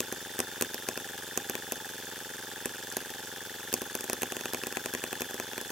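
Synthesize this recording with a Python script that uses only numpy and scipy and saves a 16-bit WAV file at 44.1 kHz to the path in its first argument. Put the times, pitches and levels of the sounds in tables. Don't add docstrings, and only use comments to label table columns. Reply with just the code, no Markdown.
import sys
import numpy as np
from scipy import signal
from scipy.fft import rfft, irfft, next_fast_len
from scipy.io import wavfile
from scipy.ndimage import uniform_filter1d

SR = 44100
rng = np.random.default_rng(int(sys.argv[2]) if len(sys.argv) > 2 else 0)


def nominal_scale(level):
    x = np.asarray(level, float) / 20
    return 10 ** x


def unload_wav(signal):
    wavfile.write(
        sys.argv[1],
        SR,
        np.round(np.clip(np.atleast_2d(signal).T, -1, 1) * 32767).astype(np.int16),
    )


N = 252163


def evened(x):
    return x / np.sqrt(np.mean(x ** 2) + 1e-20)


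def read(points, hz):
    f, value = np.transpose(points)
    return np.interp(np.log(hz + 1), np.log(f + 1), value)


def add(mix, start_s, sound):
    part = mix[..., round(start_s * SR):][..., :sound.shape[-1]]
    part += sound[..., :part.shape[-1]]


def resonate(x, hz, width_hz):
    b, a = signal.iirpeak(hz, hz / (1.09 * width_hz), SR)
    return signal.lfilter(b, a, signal.lfilter(b, a, x))


# time_s, turn_cycles
CRANK = [(-0.0064, -1), (0.2602, 5), (0.3926, 8), (0.8775, 19), (1.0547, 23), (1.2329, 27), (1.4542, 32),
         (1.6781, 37), (2.3472, 52), (2.7474, 61), (3.2821, 73), (4.0881, 91), (4.2667, 95), (4.6262, 103),
         (4.8496, 108), (5.7488, 128)]


def cycles():
    return np.interp(np.arange(N) / SR, *np.transpose(CRANK))


# frequency_hz, coherence_ratio
COHERENCE = [(60, 1.0), (300, 1.0), (600, .96), (1500, .75), (3100, .4), (6800, .2), (15000, .05)]
# frequency_hz, density_db (per Hz)
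HISS = [(40, -14), (70, -13), (300, -11), (600, -12), (850, -4), (1100, -7), (1680, 2), (2150, -8),
        (3100, -2), (4100, -5), (6500, 0), (9000, -6), (13400, -4), (15500, -6)]


def hiss():
    frames, hz = N // 128 + 5, np.fft.rfftfreq(512, 1 / SR)
    a, b, c, d, patches = rng.standard_normal((frames, 257, 5)).T
    patches = uniform_filter1d(patches, size=10, axis=0)
    patches = evened(uniform_filter1d(patches, size=6, axis=1))
    same = np.clip(read(COHERENCE, hz), -1, 1)[:, None]
    left = a + 1j * b
    right = same * left + np.sqrt(1 - same ** 2) * (c + 1j * d)
    z = np.array([left, right]) * nominal_scale(read(HISS, hz)[:, None] + 1.6 * patches)
    noise = signal.istft(z, nperseg=512, noverlap=384)[1][:, :N]
    breath_db = 1.47 * np.cos(2 * np.pi * (cycles() - .02))
    return nominal_scale(-44 + breath_db) * evened(noise)


# frequency_hz, t60_s
DECK_DECAY = [(200, 0.22), (1000, 0.039), (4000, 0.035), (12000, 0.066)]
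# delay_s, level_db
ECHOES = [(.0077, -17), (.0124, -19), (.0158, -20), (.0195, -24)]


def deck(x):
    size, scatter_db = SR // 4, -15
    taps = np.zeros((2, size))
    at = np.arange(60, size - 20, 20) + rng.integers(0, 20, (2, (size - 61) // 20))
    np.put_along_axis(taps, at, rng.choice([-1., 1.], at.shape), 1)
    hz, t, z = signal.stft(taps, SR, nperseg=128)
    same = np.clip(read(COHERENCE, hz), 0, 1)[:, None]
    z = np.array([z[0], same * z[0] + np.sqrt(1 - same ** 2) * z[1]])
    z = z * np.exp(-np.log(1000) * t / read(DECK_DECAY, hz)[:, None])
    tail = signal.istft(z, SR, nperseg=128)[1]
    tail = nominal_scale(scatter_db) * tail / np.linalg.norm(tail[0])
    for delay_s, level_db in ECHOES:
        add(tail, delay_s, nominal_scale(level_db) * np.hanning(9) / 4)
    return signal.fftconvolve(x, tail, axes=1)[:, :N]


GEAR_LOAD = [
    (.29, 0.13, 0.22),
    (.64, 0.1, -0.24),
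    (.92, 0.13, -0.2),
]
# frequency_hz, width_hz, level_db
GEAR_CASE = [(3370, 290, -57.5), (3088, 160, -62)]


def gears():
    turn, teeth_per_cycle, mesh_db = cycles(), 157, -51.5
    load = np.zeros(N)
    for place, length, force in GEAR_LOAD:
        distance = (turn - place + .5) % 1 - .5
        load += force * np.exp(-(distance / length) ** 2)
    wander = uniform_filter1d(rng.standard_normal(N), size=4000)
    wander = evened(uniform_filter1d(wander, size=4000))
    mesh = nominal_scale(mesh_db) * evened(load * np.sin(2 * np.pi * teeth_per_cycle * turn + .8 * wander))
    case = np.zeros(N)
    for hz, width_hz, level_db in GEAR_CASE:
        case += nominal_scale(level_db) * evened(resonate(rng.standard_normal(N), hz, width_hz))
    return mesh + (0.99 + abs(load)) * case


# place_cycles, frequency_hz, width_hz, shake_cycles, level_db, spread_db
RATTLES = [(0.866, 1550, 260, 0.19, -58.5, -2), (0.0044, 1620, 360, 0.12, -57, 2),
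           (0.716, 829, 120, 0.15, -60.5, .5), (.22, 2600, 700, .03, -62, 1.5),
           (.46, 2700, 900, .02, -64, 1.5), (.77, 3050, 600, .1, -62, 1.5),
           (0.98, 1900, 11000, 0.086, -55.5, -2), (0.24, 4700, 1700, 0.013, -63, -0.5),
           (.76, 5700, 13000, 0.038, -56.5, 3.5), (1, 12000, 5400, 0.019, -69.5, 0),
           (0.45, 7500, 3400, 0.028, -57, 3.5), (1, 13000, 8300, 0.047, -72, 11.5)]


def rattles():
    out, turn = np.zeros(N), cycles() + 2
    blows = rng.standard_normal((5, 140)).clip(-1.7, 2)
    for place, hz, width_hz, length, level_db, spread_db in RATTLES:
        lap = turn - place
        force = nominal_scale(min(spread_db, 3) * blows[round(4 * place)])[lap.astype(int)]
        age = (lap % 1) / length
        shake = force * age * np.exp(-2 * age) * rng.standard_normal(N)
        out += nominal_scale(level_db) * evened(resonate(shake, hz, width_hz))
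    return out


# place_cycles, pitch_hz, ring_s, level_db, spread_db
KNOCKS = [(.762, 1708, 0.0015, -34.5, 1), (0.812, 1470, 0.0024, -46, 0), (0.019, 834, 0.0029, -45.5, 1.5),
          (.47, 1240, 0.00027, -42.5, -2)]


def knocks():
    out, t = np.zeros(N), np.arange(700) / SR
    time_s, turn = np.transpose(CRANK)
    for place, pitch_hz, ring_s, level_db, spread_db in KNOCKS:
        envelope = (t / ring_s * np.exp(1 - t / ring_s)) ** 1.28
        for k, (late, sharp, hard) in enumerate(rng.standard_normal((129, 3))):
            start_s = np.interp(k - 1 + place, turn, time_s, -1, N) + 0.00021 * late
            tone = np.sin(2 * np.pi * pitch_hz * (1 + 0.021 * sharp) * t) * envelope
            if start_s >= 0:
                add(out, start_s, nominal_scale(level_db + spread_db * hard) * tone)
    return out


def slug(length_s):
    u = np.arange(0, length_s, 1 / SR) / length_s
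    swing = (np.sin(3 * np.pi * u ** 1.15) - .14) / 1.14
    return swing * np.sin(np.pi * u ** 1.8) ** .6


# place_cycles, length_s, level_db, direction_sign
GULPS = [
    (.952, .0037, -36.5, -1),
    (.21, .0037, -35.3, -1),
    (.035, .003, -47, 1),
    (.289, .003, -47, 1),
    (.47, .0015, -40, 1),
    (.85, .013, -60, -1),
    (.105, .013, -60, -1),
]


def gulps():
    out = np.zeros(N)
    time_s, turn = np.transpose(CRANK)
    fired = np.interp(np.transpose(FRONT_POPS + REAR_POPS)[0], time_s, turn)
    for place, length_s, level_db, direction in GULPS:
        for k, hard in enumerate(rng.standard_normal(129)):
            moment = k - 1 + place
            start_s = np.interp(moment, turn, time_s, -1, N)
            unburnt = abs(fired + .02 - moment).min() > .07
            if start_s >= 0 and unburnt:
                add(out, start_s, direction * nominal_scale(level_db + 0.64 * hard) * slug(length_s))
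    return out


# start_s, thump_db, jet_db
FRONT_POPS = [(0.1244, -23.5, -30.5), (0.3904, -22.5, -27.5), (0.6107, -22.5, -25), (0.7437, -28, -30.5),
              (1.4972, -23, -27.5), (1.7213, -24, -26), (2.657, -22, -26), (2.9682, -23, -24.5),
              (3.7276, -26, -31), (3.8176, -23.5, -32), (3.9519, -24, -26.5), (4.0412, -29, -33),
              (4.131, -23.5, -25.5), (4.2197, -27, -28), (4.5342, -25, -29), (4.669, -25, -31),
              (4.7578, -46, -39), (4.9375, -26, -30), (5.2068, -25.5, -34), (5.3425, -26.5, -34.5),
              (5.6128, -30.5, -34.5), (5.703, -29, -37)]
# start_s, thump_db, jet_db
SPITS = [(1.8548, -46, -42), (2.79, -50, -56), (2.9238, -56, -35.5), (3.0135, -50, -45), (3.058, -43, -47),
         (3.1035, -44, -38)]
# start_s, thump_db, jet_db
REAR_POPS = [(0.004, -21, -24.5), (0.402, -20.5, -25), (0.6226, -20, -23), (0.8872, -21.5, -27.5),
             (0.9749, -26, -34.5), (1.375, -21, -24), (1.5528, -25.5, -33), (3.7395, -20.5, -21.5),
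             (4.008, -30.5, -32.5), (4.0977, -22.5, -29), (4.2316, -21, -27.5), (4.3213, -26, -33),
             (4.3669, -26, -34), (4.4097, -30.5, -37), (4.4562, -25, -35.5), (4.5459, -24, -32.5),
             (4.6357, -26, -36), (4.7252, -29.5, -37), (4.7699, -23.5, -32), (4.8589, -24, -32),
             (4.9493, -23.5, -33), (5.039, -24, -32.5), (5.1288, -25, -33.5), (5.2187, -24, -31),
             (5.309, -32.5, -39), (5.3993, -24.5, -32.5), (5.5326, -31.5, -42), (5.5793, -26, -35.5)]
# jet_share_ratio (of the ring that follows the jet), ring_db, crack_db, sizzle_db
FRONT_PORT = (.8, -5.5, -1.5, 0.9)
REAR_PORT = (-0.46, -8.5, 2, 0)
# frequency_hz, width_hz, level_db
PORT_RING = [(712, 164, 9), (1784, 830, 5.5), (2220, 260, -3.5), (2470, 570, 4.5), (2730, 2350, -18)]
CRACK = [(5770, 1940, -7.5), (6430, 1030, -1.5), (8410, 1440, -3.5)]
SIZZLE = [(10840, 2900, 3.5), (11730, 3700, 3.5), (13320, 730, 7)]


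def pops():
    out, t = np.zeros((2, N)), np.arange(1500) / SR
    jet = (t / 0.00055) ** 2 * np.exp(-t / 0.00026) + 0.03 * np.exp(-t / 0.003)
    charges = [(*row, FRONT_PORT) for row in FRONT_POPS + SPITS]
    charges += [(*row, REAR_PORT) for row in REAR_POPS]
    for start_s, thump_db, jet_db, (share, ring_db, crack_db, sizzle_db) in charges:
        ring_level_db = thump_db + share * (jet_db - thump_db) + ring_db
        levels_db = ring_level_db, jet_db + crack_db, jet_db + sizzle_db
        common, left, right = rng.standard_normal((3, len(t))) * jet
        drive = common + .6 * np.array([left, right])
        for level_db, modes in zip(levels_db, (PORT_RING, CRACK, SIZZLE)):
            band = sum(nominal_scale(gain_db) * resonate(drive, hz, width_hz) for hz, width_hz, gain_db in modes)
            band = band / np.sqrt(np.mean(band.mean(0)[:150] ** 2))
            add(out, start_s - .0003, nominal_scale(level_db - 2.5) * band)
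        add(out, start_s - .0005, nominal_scale(thump_db) * slug(.0039))
        add(out, start_s - .003, nominal_scale(thump_db - 24) * slug(0.01286))
        boards = np.sin(2 * np.pi * 258 * t) + .45 * np.sin(2 * np.pi * rng.uniform(300, 345) * t)
        boom = boards * t / .009 * np.exp(-t / .009)
        add(out, start_s, nominal_scale(thump_db - 15) * boom)
        tones = np.sin(2 * np.pi * 1050 * t) + 0.48 * np.sin(2 * np.pi * 700 * t)
        after_ring = tones * t / 0.0012 * np.exp(-t / 0.0016)
        add(out, start_s + 0.0014, nominal_scale(thump_db - 8) * after_ring)
    return out


def scene():
    engine = pops() + gulps() + knocks() + rattles() + gears()
    return engine + deck(engine) + hiss()


def low_pass(x):
    return signal.sosfilt(signal.butter(12, 16990, fs=SR, output="sos"), x)


# frequency_hz, level_db
LEAN = [(60, 0), (300, 0), (640, .5), (1400, 3.2), (3000, .3), (5600, -2.5), (10000, -2), (15000, 1.5)]
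# frequency_hz, phase_rad
LEAD = [(60, 0), (300, 0), (700, -.25), (1300, -.5), (1900, -.5), (3100, .5), (3500, -.8), (4200, .7),
        (6200, .1), (7200, 1.0), (16000, 1.2)]
# frequency_hz, level_db
MICROPHONE = [(25, -32), (45, -14), (65, -2), (140, 3), (230, 0), (15700, 0), (16100, -4), (16850, -8),
              (16950, -80)]


def record(dry):
    size = next_fast_len(N)
    hz = np.fft.rfftfreq(size, 1 / SR)
    port = nominal_scale(read(LEAN, hz) / 2) * np.exp(.5j * read(LEAD, hz))
    z = rfft(dry, size) * np.array([port, 1 / port]) * nominal_scale(read(MICROPHONE, hz))
    x = irfft(z, size)[:, :N]
    top_hz, opens_db = 15900, -33
    top = irfft(z * (hz > top_hz), size)[:, :N]
    loud = uniform_filter1d((x ** 2).mean(0), size=200) > nominal_scale(2 * opens_db)
    near_loud = uniform_filter1d(1. * loud, size=300) > 1e-6
    gate = uniform_filter1d(1. * near_loud, size=200)
    return low_pass(x - (1 - gate) * top)


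dry = scene()
out = record(dry)
unload_wav(out)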